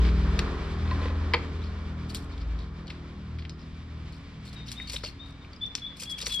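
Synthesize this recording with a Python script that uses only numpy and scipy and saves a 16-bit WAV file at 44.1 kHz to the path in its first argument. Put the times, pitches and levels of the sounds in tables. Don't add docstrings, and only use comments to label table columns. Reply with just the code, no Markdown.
import sys
import numpy as np
from scipy import signal
from scipy.fft import rfft, irfft, next_fast_len
from scipy.io import wavfile
from scipy.ndimage import uniform_filter1d, map_coordinates

SR = 44100
rng = np.random.default_rng(int(sys.argv[2]) if len(sys.argv) > 2 else 0)


def wav_out(sig):
    wavfile.write(sys.argv[1], SR, np.round(np.clip(np.atleast_2d(sig).T, -1, 1) * 32767).astype(np.int16))


N = 282240
TIME = np.arange(N) / SR


def amp(db):
    return 10 ** (np.asarray(db) / 20)


def unit(x):
    return x / np.sqrt(np.mean(x ** 2) + 1e-20)


def peak(x):
    return x / np.abs(x).max()


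def along(points, hz):
    f, v = np.transpose(points)
    return np.interp(np.log(hz + 1), np.log(f + 1), v)


def curves(rows, t=TIME):
    s, *cols = np.transpose(rows)
    return [np.interp(t, s, c) for c in cols]


def wobble(rate):
    knots = rng.standard_normal(int(N * rate / SR) + 4)
    return map_coordinates(knots, [TIME * rate])


def filtered(x, response):
    m = next_fast_len(x.shape[-1] + 8192)
    spectrum = rfft(x, m) * response(np.fft.rfftfreq(m, 1 / SR))
    return irfft(spectrum, m)[..., :x.shape[-1]]


def resonances(modes):
    def response(f):
        total = 0
        for k, (centre, width, db) in enumerate(modes):
            damping = 1j * f * width
            total = total + (-1) ** k * amp(db) * damping / (centre * centre - f * f + damping)
        return total
    return response


def panned(x, db):
    return x * amp(np.array([db / 2, -db / 2]).reshape(2, -1))


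def tone(hz, db):
    phase = np.cumsum(hz) / SR + rng.random()
    return np.sqrt(2) * amp(db) * np.sin(2 * np.pi * phase)


def patchy(x, depth_db):
    z = signal.stft(x, nperseg=256)[2]
    field = uniform_filter1d(rng.standard_normal(z.shape), 3, 0)
    field = uniform_filter1d(field, 4, 1)
    return signal.istft(z * amp(depth_db * unit(field)), nperseg=256)[1][:N]


def flicks(hz, count=2200):
    draw = rng.random((count, 3))
    start = (draw[:, 0] * (N - 400)).astype(int)
    pitch = hz[start] * np.exp(0.13 * rng.standard_normal(count))
    turns = pitch[:, None] * TIME[:400]
    strength = amp(-5 * np.log(draw[:, 1:2] + 0.03))
    envelope = np.exp(-turns / 12) * (1 - np.exp(-turns / 1.0))
    rings = strength * envelope * np.sin(2 * np.pi * turns)
    places = start[:, None] + np.arange(400)
    return unit(np.bincount(places.ravel(), rings.ravel(), N))


# start of the hold in seconds, hold in seconds, treble level in dB,
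# body level above the treble in dB, pitch of the scales in Hz.
KNIFE_STROKES = [(1.62, 0.058, -75.5, 21.5, 3770), (2.1, 0.0064, -53.5, 6, 4305),
                 (2.15, 0.016, -48, 3.5, 4540), (2.19, 0.058, -67.5, 3, 4430), (2.32, 0.017, -85, 28, 4200),
                 (2.41, 0.017, -83, 29, 4180), (2.595, 0.041, -78.5, 23, 4250),
                 (2.866, 0.059, -78.5, 21, 4200), (3.39, 0.015, -76, 24, 4350),
                 (3.5, 0.0055, -82.5, 30, 4900), (3.59, 0.043, -91.5, 30.5, 4730),
                 (4.125, 0.054, -71, 13.5, 4460), (4.455, 0.039, -59.5, 6.5, 4280),
                 (4.53, .012, -61, 7, 4240), (4.67, 0.027, -59.5, 13, 4400), (4.722, 0.0031, -48, 5, 4460),
                 (4.74, 0.054, -72, -4, 4330), (4.815, 0.013, -60.5, 7, 4480), (4.84, .03, -74, 4, 4560),
                 (4.878, .012, -56.5, 11, 4900), (4.899, 0.005, -55, 11, 4900),
                 (4.922, 0.022, -48, 0, 4670), (4.955, 0.011, -46.5, 9, 4360), (4.98, 0.044, -72, 10, 4504),
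                 (5.042, 0.0091, -52.5, 15.5, 5050), (5.06, 0.016, -55.5, 13, 4650),
                 (5.085, .015, -64.5, 10, 4560), (5.256, 0.049, -72.5, 12, 4200),
                 (5.66, 0.0042, -68, 8, 4900), (5.768, 0.017, -58, 7, 4750), (5.97, 0.0086, -62, 7, 4800),
                 (6.0, 0.006, -44.5, -1, 5230), (6.012, 0.027, -44.5, 4.5, 4900),
                 (6.098, .006, -53, 4, 4450), (6.11, .008, -45.5, -9, 4330), (6.185, 0.022, -47, 6, 4480),
                 (6.216, 0.0097, -42, 0, 4970), (6.24, 0.01, -66.5, 15, 4600),
                 (6.262, 0.0027, -45.5, 9, 5160), (6.272, 0.002, -34, -9, 4420),
                 (6.298, 0.032, -52, 13.5, 4400), (6.33, 0.027, -44, -6, 4560),
                 (6.392, .01, -49.5, 8, 4630)]
# frequency in Hz, relative density in dB per Hz.
SCRAPE_BODY_SPECTRUM = [(710, -43), (1200, -10), (1950, -12), (2150, -5.5), (2680, 2.5), (3300, -1.5),
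                        (3900, -5), (4460, -10.5), (5020, 3.5), (6170, -10.5), (7000, -21), (9100, -52),
                        (15400, -120)]
# frequency in Hz, relative gain in dB.
SCRAPE_TREBLE_GAIN = [(3410, -33), (5800, 0), (6260, -2.5), (8100, 0.5), (10100, -5.5), (11000, -1),
                      (12000, -17), (13200, -7), (15200, -27)]
# centre in Hz, width in Hz, gain in dB.
BLADE_MODES = [(2450, 74, -10), (4210, 43, -0.5), (4460, 120, 2.5), (4970, 49, -2), (5030, 210, -6)]
BITE_DB_PER_S, LIFT_DB_PER_S = 1602, 801


def strokes():
    ticks = (rng.random(N) < 1100 / SR) * rng.standard_normal(N)
    ticks = ticks * amp(5 * rng.random(N))
    rough = unit(ticks) * 0.55 + rng.standard_normal(N)
    grit = patchy(rough * amp(3.8 * wobble(220)), depth_db=4.0)
    rub = unit(filtered(grit, lambda hz: amp(along(SCRAPE_BODY_SPECTRUM, hz))))
    sing = unit(filtered(grit, lambda hz: resonances(BLADE_MODES)(hz) / (1 + 1j * hz / 6000) ** 3))
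    pitch_hz = curves(KNIFE_STROKES)[-1]
    body = at_ports(unit(0.74 * rub + 0.49 * sing + 1.04 * flicks(pitch_hz)))
    spread = at_ports(grit) + 1.0 * grit * np.sign(rng.standard_normal((2, N)))
    treble = unit(filtered(spread, lambda hz: amp(along(SCRAPE_TREBLE_GAIN, hz))))
    treble_gain, body_gain = np.zeros((2, N))
    for s, hold, db, body_db, _ in KNIFE_STROKES:
        before = np.maximum(s - TIME, 0)
        after = np.maximum(TIME - s - hold, 0)
        press = amp(db - BITE_DB_PER_S * before - LIFT_DB_PER_S * after)
        treble_gain = treble_gain + press
        body_gain = body_gain + amp(body_db) * press
    return treble_gain * treble + body_gain * body


# start in seconds, peak level in dB, centre in Hz,
# treble above that peak in dB, rustle above that peak in dB.
SCALE_SNAPS = [(0.051, -28.5, 2170, -38, -3), (0.089, -26, 1740, -45, -7.5),
               (0.3908, -17, 2620, -11, -12.5), (0.392, -12, 4350, -32, -12.5),
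               (0.3924, -19, 2300, -26, -12), (1.3374, -23, 4550, -31, -2.5), (2.097, -39, 4084, -25.5, -9),
               (2.1475, -21, 4330, 1, -9), (2.321, -48, 4186, -38, -4), (2.379, -40.5, 3967, -44, -5),
               (2.412, -46, 4055, -38, -8), (2.59, -44, 4210, -33, 1), (2.871, -38, 4470, -26, -5),
               (2.879, -37, 3493, -34, -2), (2.9006, -30.5, 3800, -23, -4.5), (2.904, -29, 2280, -26, -2.5),
               (3.387, -33.5, 2260, -25, -6.5), (3.423, -36, 2365, -39, -5), (3.4517, -32.5, 2310, -35, -6),
               (3.4955, -30, 4770, -14, -7.5), (4.136, -43, 3220, -24, -1), (4.5298, -36.5, 4290, -25, -5),
               (4.686, -36, 4100, -13, -5), (4.7171, -22.5, 4900, -2.5, -6), (4.7567, -43, 3590, -26, -25),
               (4.898, -22.5, 5040, -7, -6), (4.922, -28.5, 4900, -0.5, -6), (4.934, -23.5, 4940, -0.5, -6),
               (4.9407, -22.5, 5000, -12, -12), (4.9645, -24, 3736, -30, -2), (5.037, -34, 4660, -27, -6),
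               (5.326, -48, 5280, -25, -10), (5.4484, -42, 2320, -23, -9), (5.532, -42.5, 4600, -18, -6.5),
               (5.617, -44, 5200, -29, -10), (5.664, -45, 5600, -23, -10.5),
               (5.7528, -11, 5400, -27.5, -10), (5.97, -41, 3420, 0, -2), (6.0038, -36.5, 5207, -11, -7),
               (6.0987, -37, 5000, -0.5, -12), (6.184, -34, 5000, -2, -10), (6.204, -27, 3077, -14, -5),
               (6.2178, -22.5, 5420, -16, -8), (6.226, -25, 5130, -18, -4.5),
               (6.2629, -22, 5160, -17, -5.5), (6.2674, -15, 4080, -19.5, -9.5),
               (6.2687, -20, 5530, -11, -5), (6.2975, -25.5, 4200, -24, -13)]
RUSTLE_T60 = 0.038


def snaps():
    out, t = np.zeros(N + SR), TIME[:SR // 8]
    steel = [(c, w, level - 10.0) for c, w, level in BLADE_MODES]
    flesh = resonances([(1540, 3200, -26.5)])
    for s, db, hz, treble_db, rustle_db in SCALE_SNAPS:
        scale = resonances([(hz, .5 * hz, 0), (4800, 1800, -8)] + steel)

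        def low_response(f):
            spike_part = scale(f) - flesh(f)
            rustle_part = scale(f) * 1j * f / (2500 + 1j * f)
            return np.array([spike_part, rustle_part]) / (1 + 1j * f / 6000) ** 3

        hiss = amp(-60 * t / RUSTLE_T60) * rng.standard_normal(len(t))
        burst = np.array([t == 0, hiss])
        low = filtered(burst, low_response)
        high = filtered(burst, resonances([(8700, 2900, 0)]))
        spike, rustle = [peak(a) + amp(treble_db) * peak(b) for a, b in zip(low, high)]
        out[round(s * SR):][:len(t)] += amp(db) * (spike + amp(rustle_db) * rustle)
    return out[:N]


# start in seconds, start pitch in Hz,
# resting pitch in Hz, glide time constant in seconds, starting peak level in dB, T60 in seconds.
GLIDING_TONES = [(4.94, 450, 600, .005, -40, .06), (5.036, 330, 620, .004, -36, .09),
                 (5.533, 4800, 4550, .004, -42, .035), (5.563, 5100, 4900, .004, -45, .04),
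                 (5.662, 5500, 5700, .004, -48, .035), (5.448, 2400, 2300, .003, -43, .02),
                 (5.045, 4700, 4350, .02, -38, .12), (4.9645, 2800, 4300, .003, -29, .03),
                 (5.037, 130, 85, .01, -31, .06), (5.036, 1350, 1300, .003, -34, .025),
                 (4.8, 2400, 1850, .002, -28, .025), (5.061, 2700, 2850, .003, -37, .03),
                 (3.497, 5150, 5050, .003, -55, .2), (3.6, 5050, 4950, .003, -59, .25),
                 (5.781, 2000, 5600, .008, -37, .04)]


def gliding_tones():
    out, t = np.zeros(N + SR), TIME[:SR // 10]
    for s, start_hz, end_hz, glide, db, t60 in GLIDING_TONES:
        hz = end_hz + (start_hz - end_hz) * np.exp(-t / glide)
        phase = np.cumsum(hz) / SR
        out[round(s * SR):][:len(t)] += amp(db - 60 * t / t60) * np.sin(2 * np.pi * phase)
    return out[:N]


# start in seconds, peak level in dB, gain of the low part in dB,
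# chatter in seconds, T60 of the blow after the chatter in seconds.
PLATE_KNOCKS = [(0.3918, -23.5, -9, 0.0034, 0.034), (1.336, -10, -9, 0.0085, 0.036),
                (1.357, -25.5, 3, 0.01, 0.08), (4.9395, -40, -3, 0.0055, 0.056),
                (5.036, -29, -3, 0.004, 0.036), (5.901, -45, -15, 0.024, 0.055),
                (6.021, -42, 0, 0.0098, 0.034), (6.222, -40, 4, 0.017, 0.055),
                (6.2669, -32, -5, 0.0048, 0.044)]
# centre in Hz, width in Hz, gain in dB.
PLATE_MODES = [(332, 65, 1), (469, 66, 9), (620, 100, 1.5), (885, 56, 3), (1027, 75, 4.5), (1210, 86, 2),
               (1580, 130, 1.5), (1994, 210, 3.5), (2320, 205, 1.5), (2650, 140, -1.5), (3240, 380, -3),
               (4330, 570, -3.5), (4900, 300, -2)]


def knocks():
    out, t = np.zeros(N + SR), TIME[:SR // 5]
    for s, db, low_db, chatter, t60 in PLATE_KNOCKS:
        unevenness = 0.75 + (rng.random(len(t)) < 1200 / SR) * 1.5
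        taps = (t == 0) * 7 + rng.standard_normal(len(t)) * unevenness
        blow = taps * amp(-60 * np.maximum(t - chatter, 0) / max(t60, .01))

        def response(f):
            low_shelf = (amp(low_db) + 1j * f / 1400) / (1 + 1j * f / 1400)
            return resonances(PLATE_MODES)(f) * low_shelf / (1 + 1j * f / 5500) ** 4

        out[round(s * SR):][:len(t)] += amp(db) * peak(filtered(blow, response))
    return out[:N]


# time in seconds, pitch in Hz, rms level in dB.
NEAR_BIRD_NOTES = [
    [(5.608, 3400, -52), (5.617, 3494, -36.5), (5.627, 3477, -31.5), (5.638, 3500, -30.5),
     (5.644, 3550, -35), (5.65, 3780, -53)],
    [(5.813, 3460, -68), (5.821, 3426, -39), (5.83, 3440, -39), (5.848, 3412, -38), (5.864, 3465, -35.5),
     (5.868, 3560, -35), (5.874, 3620, -56)],
    [(6.054, 3310, -56), (6.066, 3300, -45), (6.074, 3364, -44), (6.086, 3380, -44), (6.1, 3360, -42),
     (6.112, 3326, -37), (6.124, 3352, -35), (6.135, 3303, -40), (6.143, 3330, -34), (6.152, 3460, -45),
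     (6.165, 3480, -58)],
    [(6.286, 3420, -53), (6.3, 3430, -44), (6.318, 3395, -35), (6.338, 3360, -30), (6.365, 3320, -28.5),
     (6.376, 3360, -27.5), (6.384, 3290, -31), (6.393, 3330, -30), (6.41, 3500, -36)],
]
# time in seconds, pitch in Hz, rms level in dB.
FAR_BIRD_NOTES = [
    [(4.556, 3800, -62), (4.566, 3824, -45), (4.58, 3720, -54), (4.6, 3730, -53), (4.62, 3704, -52),
     (4.65, 3780, -64), (4.672, 3750, -69)],
    [(4.748, 3540, -64), (4.767, 3570, -49), (4.782, 3746, -44), (4.797, 3683, -46), (4.81, 3670, -46),
     (4.822, 3685, -39.5), (4.838, 3710, -53), (4.855, 3720, -56), (4.875, 3690, -65)],
    [(5.19, 3530, -62), (5.202, 3600, -47), (5.212, 3703, -44), (5.222, 3630, -50), (5.228, 3680, -63),
     (5.24, 3740, -51), (5.27, 3740, -60.5), (5.32, 3720, -66), (5.345, 3700, -67)],
    [(5.404, 3735, -65), (5.412, 3740, -63), (5.427, 3672, -53), (5.434, 3640, -65)],
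]


def bird(notes, waver_hz, flutter_db, pan_db):
    out, waver, flutter = np.zeros(N), wobble(150), wobble(120)
    for note in notes:
        start, end = note[0][0], note[-1][0]
        part = slice(round(start * SR), min(N, round(end * SR)))
        t = TIME[part]
        hz, db = curves(note, t)
        ends = np.clip(np.minimum(t - start, end - t) / .0015, 0, 1)
        out[part] = ends * tone(hz + waver_hz * waver[part], db + flutter_db * flutter[part])
    return panned(out, pan_db)


# time in seconds, firing rate in Hz.
FIRING_RATE = [(0.2, 40.18), (0.47, 39.97), (1.42, 40.18), (1.75, 39.9), (2.07, 40.07), (6.2, 39.11)]
# time in seconds, rms levels of orders 2, 3, 4 and 5 in dB.
STRONG_ORDERS = [(0.05, -33, -42.5, -37.5, -39), (0.35, -34, -40.5, -37.5, -38.5),
                 (0.54, -35, -57, -45.5, -44.5), (0.73, -34, -41.5, -42.5, -46),
                 (0.96, -30, -38.5, -46, -39), (1.03, -29, -62, -51, -40.5), (1.5, -34, -54, -51, -48),
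                 (2.05, -36, -42.5, -43, -44.5), (2.15, -38, -46.5, -55, -44), (2.31, -42, -56, -49, -62),
                 (2.66, -42, -48, -46.5, -52.5), (2.87, -46, -53, -44.5, -53.5),
                 (3.1, -48, -56.5, -50, -50), (3.37, -39, -43.5, -49, -52.5), (3.45, -45, -56, -47, -63),
                 (3.96, -42, -48, -48, -52), (4.17, -44, -57, -53.5, -63), (4.38, -50, -50, -47, -50.5),
                 (5.72, -54, -58, -65.5, -65), (6.35, -64, -72, -60, -58)]
# multiple of the firing rate, rms level at the start in dB, fade in dB per second.
WEAK_ORDERS = [(1, -37.5, 5), (6, -49, 2.5), (7, -50, 1.5), (8, -50.5, 4), (9, -50, 4), (10, -44.5, 9),
               (11, -51, 4.5)]
# time in seconds, pitch in Hz, rms level in dB.
LOW_TONE = [(0.0, 58.2, -18), (0.43, 61.94, -29), (0.78, 61.05, -44), (0.96, 60.3, -33.5),
            (1.48, 59.1, -47), (1.66, 57.8, -36.5), (2.14, 56.56, -43), (2.53, 55.85, -34),
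            (2.85, 57.3, -47), (2.99, 62.8, -50.5), (4.35, 60.2, -51.5), (4.51, 65.5, -45.5),
            (4.76, 62, -51), (4.92, 57.6, -46), (5.92, 53.2, -57.5), (6.1, 63.3, -53.5), (6.31, 50.2, -44),
            (6.4, 58, -58)]
WANDER_DB = 3.5
WAVER_DB, DRIFT_HZ = 2.4, .8


def engines():
    rate, = curves(FIRING_RATE)
    low_hz, low_db = curves(LOW_TONE)
    sound = tone(low_hz, low_db + WAVER_DB * wobble(6))
    for order, db in enumerate(curves(STRONG_ORDERS), start=2):
        sound += tone(order * rate + DRIFT_HZ * wobble(5), db + WAVER_DB * wobble(7))
    for order, db, fade in WEAK_ORDERS:
        level_db = db - fade * TIME + WANDER_DB * wobble(4)
        sound += tone(round(order) * rate + DRIFT_HZ * wobble(5), level_db)
    return panned(sound, 0.73)


# start in seconds, peak level in dB.
PANEL_CLUNKS = [(0.854, -36), (0.875, -32), (0.9114, -23), (0.948, -35), (0.99, -37.5), (1.016, -27),
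                (1.029, -33), (1.055, -27.5), (1.083, -31.5), (1.102, -30), (1.1545, -36)]
# centre in Hz, width in Hz, mean gain in dB.
PANEL_MODES = [(494, 53, 1), (1031, 25, 9), (1930, 41, -1), (2540, 130, -7), (3000, 150, -15),
               (3560, 180, -9.5), (4250, 210, -10)]


def rattle():
    out, t = np.zeros(N + SR), TIME[:SR // 8]
    for s, db in PANEL_CLUNKS:
        panel = resonances([(c, w, level + rng.normal(0, 2)) for c, w, level in PANEL_MODES])
        push = (t == 0) + 0.33 * rng.standard_normal(len(t)) * np.exp(-t / 0.003)
        clunk = filtered(push, lambda f: panel(f) / (1 + 1j * f / 3500) ** 2)
        out[round(s * SR):][:len(t)] += amp(db) * peak(clunk)
    return panned(out[:N], 0.77)


# frequency in Hz, left-right correlation from -1 to 1.
CHANNEL_LIKENESS = [(60, 0.95), (150, 0.97), (380, 0.82), (940, 0.73), (2350, 0.47), (5880, 0.9),
                    (14700, -0.23)]


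def rush(spectrum):
    def mid_side(hz):
        turn = np.arccos(np.clip(along(CHANNEL_LIKENESS, hz), -1, 1)) / 2
        return amp(along(spectrum, hz)) * np.array([np.cos(turn), np.sin(turn)])

    mid, side = filtered(rng.standard_normal((2, N)), mid_side)
    return unit(np.array([mid + side, mid - side]))


# time in seconds, rms levels of rumble, roar and hiss in dB.
STREET_LEVELS = [(0.0, -39, -41, -44), (0.21, -43, -42, -46.5), (0.53, -39.5, -39.5, -45.5),
                 (0.75, -43.5, -42, -48), (0.95, -43.5, -41, -46), (1.41, -41.5, -45, -51),
                 (1.94, -47.5, -48, -54.5), (2.3, -47, -50, -54.5), (3.0, -51, -52.5, -56.5),
                 (3.67, -47.5, -55.5, -58), (4.21, -49, -55.5, -57), (4.87, -47.5, -57.5, -52.5),
                 (5.28, -49.5, -56, -58.5), (5.54, -50, -55.5, -58), (5.88, -50.5, -58, -56),
                 (6.4, -47.5, -57, -56)]
# frequency in Hz, relative density in dB per Hz.
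RUMBLE_SPECTRUM = [(12, -36), (24, -7.5), (40, -4.5), (55, -7.5), (82, -2.5), (118, -6), (167, -4),
                   (270, -16), (600, -45.5), (780, -61), (1320, -120)]
ROAR_SPECTRUM = [(150, -34), (250, 0.5), (403, -3.5), (745, -9), (936, -8.5), (1030, -4.5), (1130, -4.5),
                 (1510, -9), (1960, -12.5), (2150, -36.5), (3000, -37), (3900, -37.5), (6600, -120)]
HISS_SPECTRUM = [(1290, -8.5), (2200, -2), (2330, 1.5), (2520, -5.5), (3450, -4.5), (4280, -8.5),
                 (5030, -9.5), (6350, -20), (6990, -19.5), (9800, -31.5), (15000, -54)]


def street():
    rumble_db, roar_db, hiss_db = curves(STREET_LEVELS)
    swell = wobble(14)
    noise = amp(rumble_db + 1.1 * wobble(4.4)) * rush(RUMBLE_SPECTRUM)
    noise += amp(roar_db + .7 * swell + .6 * wobble(5)) * rush(ROAR_SPECTRUM)
    noise += amp(hiss_db + .9 * swell + 1.3 * wobble(25)) * rush(HISS_SPECTRUM)
    return noise


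# frequency in Hz, T60 in seconds.
YARD_DECAY = [(300, 0.23), (2000, 0.35), (3200, 0.33), (3900, 0.39), (5500, 0.21), (10000, 0.24)]


def yard(x):
    hz, t, z = signal.stft(rng.standard_normal((2, SR // 2)), SR, nperseg=256)
    decay = amp(-60 * t / along(YARD_DECAY, hz)[:, None])
    tail = signal.istft(z * decay, SR, nperseg=256)[1]
    delayed = np.pad(x, ((0, 0), (250, 0)))
    return signal.fftconvolve(delayed, tail / np.linalg.norm(tail[0]), axes=1)[:, :N]


# frequency in Hz, left lead in radians.
PORT_PHASE_LEAD = [(0, -0.5), (1380, 0.64), (1720, 0.5), (2580, 0.97), (2840, 1.07), (5250, 0.5),
                   (6200, -3), (8350, -1.5), (8870, -1.5), (10900, -3), (12700, -1.5), (14900, -2.5)]
# frequency in Hz, left minus right in dB.
PORT_LEVEL_BALANCE = [(60, -2.5), (110, 0.5), (200, 3), (380, 2), (690, -7.5), (1280, 2.5), (2350, 2),
                      (4330, 5), (7990, 1.5), (14700, 1)]


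def at_ports(x):
    def response(hz):
        half = amp(along(PORT_LEVEL_BALANCE, hz) / 2) * np.exp(.5j * along(PORT_PHASE_LEAD, hz))
        return np.array([half, 1 / half])
    return filtered(x, response)


def left_late(x):
    return np.array([np.pad(x[0], (2, 0), "edge")[:N], x[1]])


def scene():
    work = strokes() + at_ports(snaps() + gliding_tones() + knocks())
    near = bird(NEAR_BIRD_NOTES, waver_hz=6.5, flutter_db=-2.5, pan_db=3.0)
    distant = bird(FAR_BIRD_NOTES, waver_hz=25, flutter_db=0.5, pan_db=6.5)
    far = left_late(engines() + street() + rattle())
    echo = yard(amp(-14.0) * work + amp(-4.0) * near + amp(-5.5) * distant)
    return far + work + near + distant + echo


TOP_HZ = 15326


def record(dry):
    return filtered(dry, lambda hz: hz < TOP_HZ)


dry = scene()
out = record(dry)
wav_out(out)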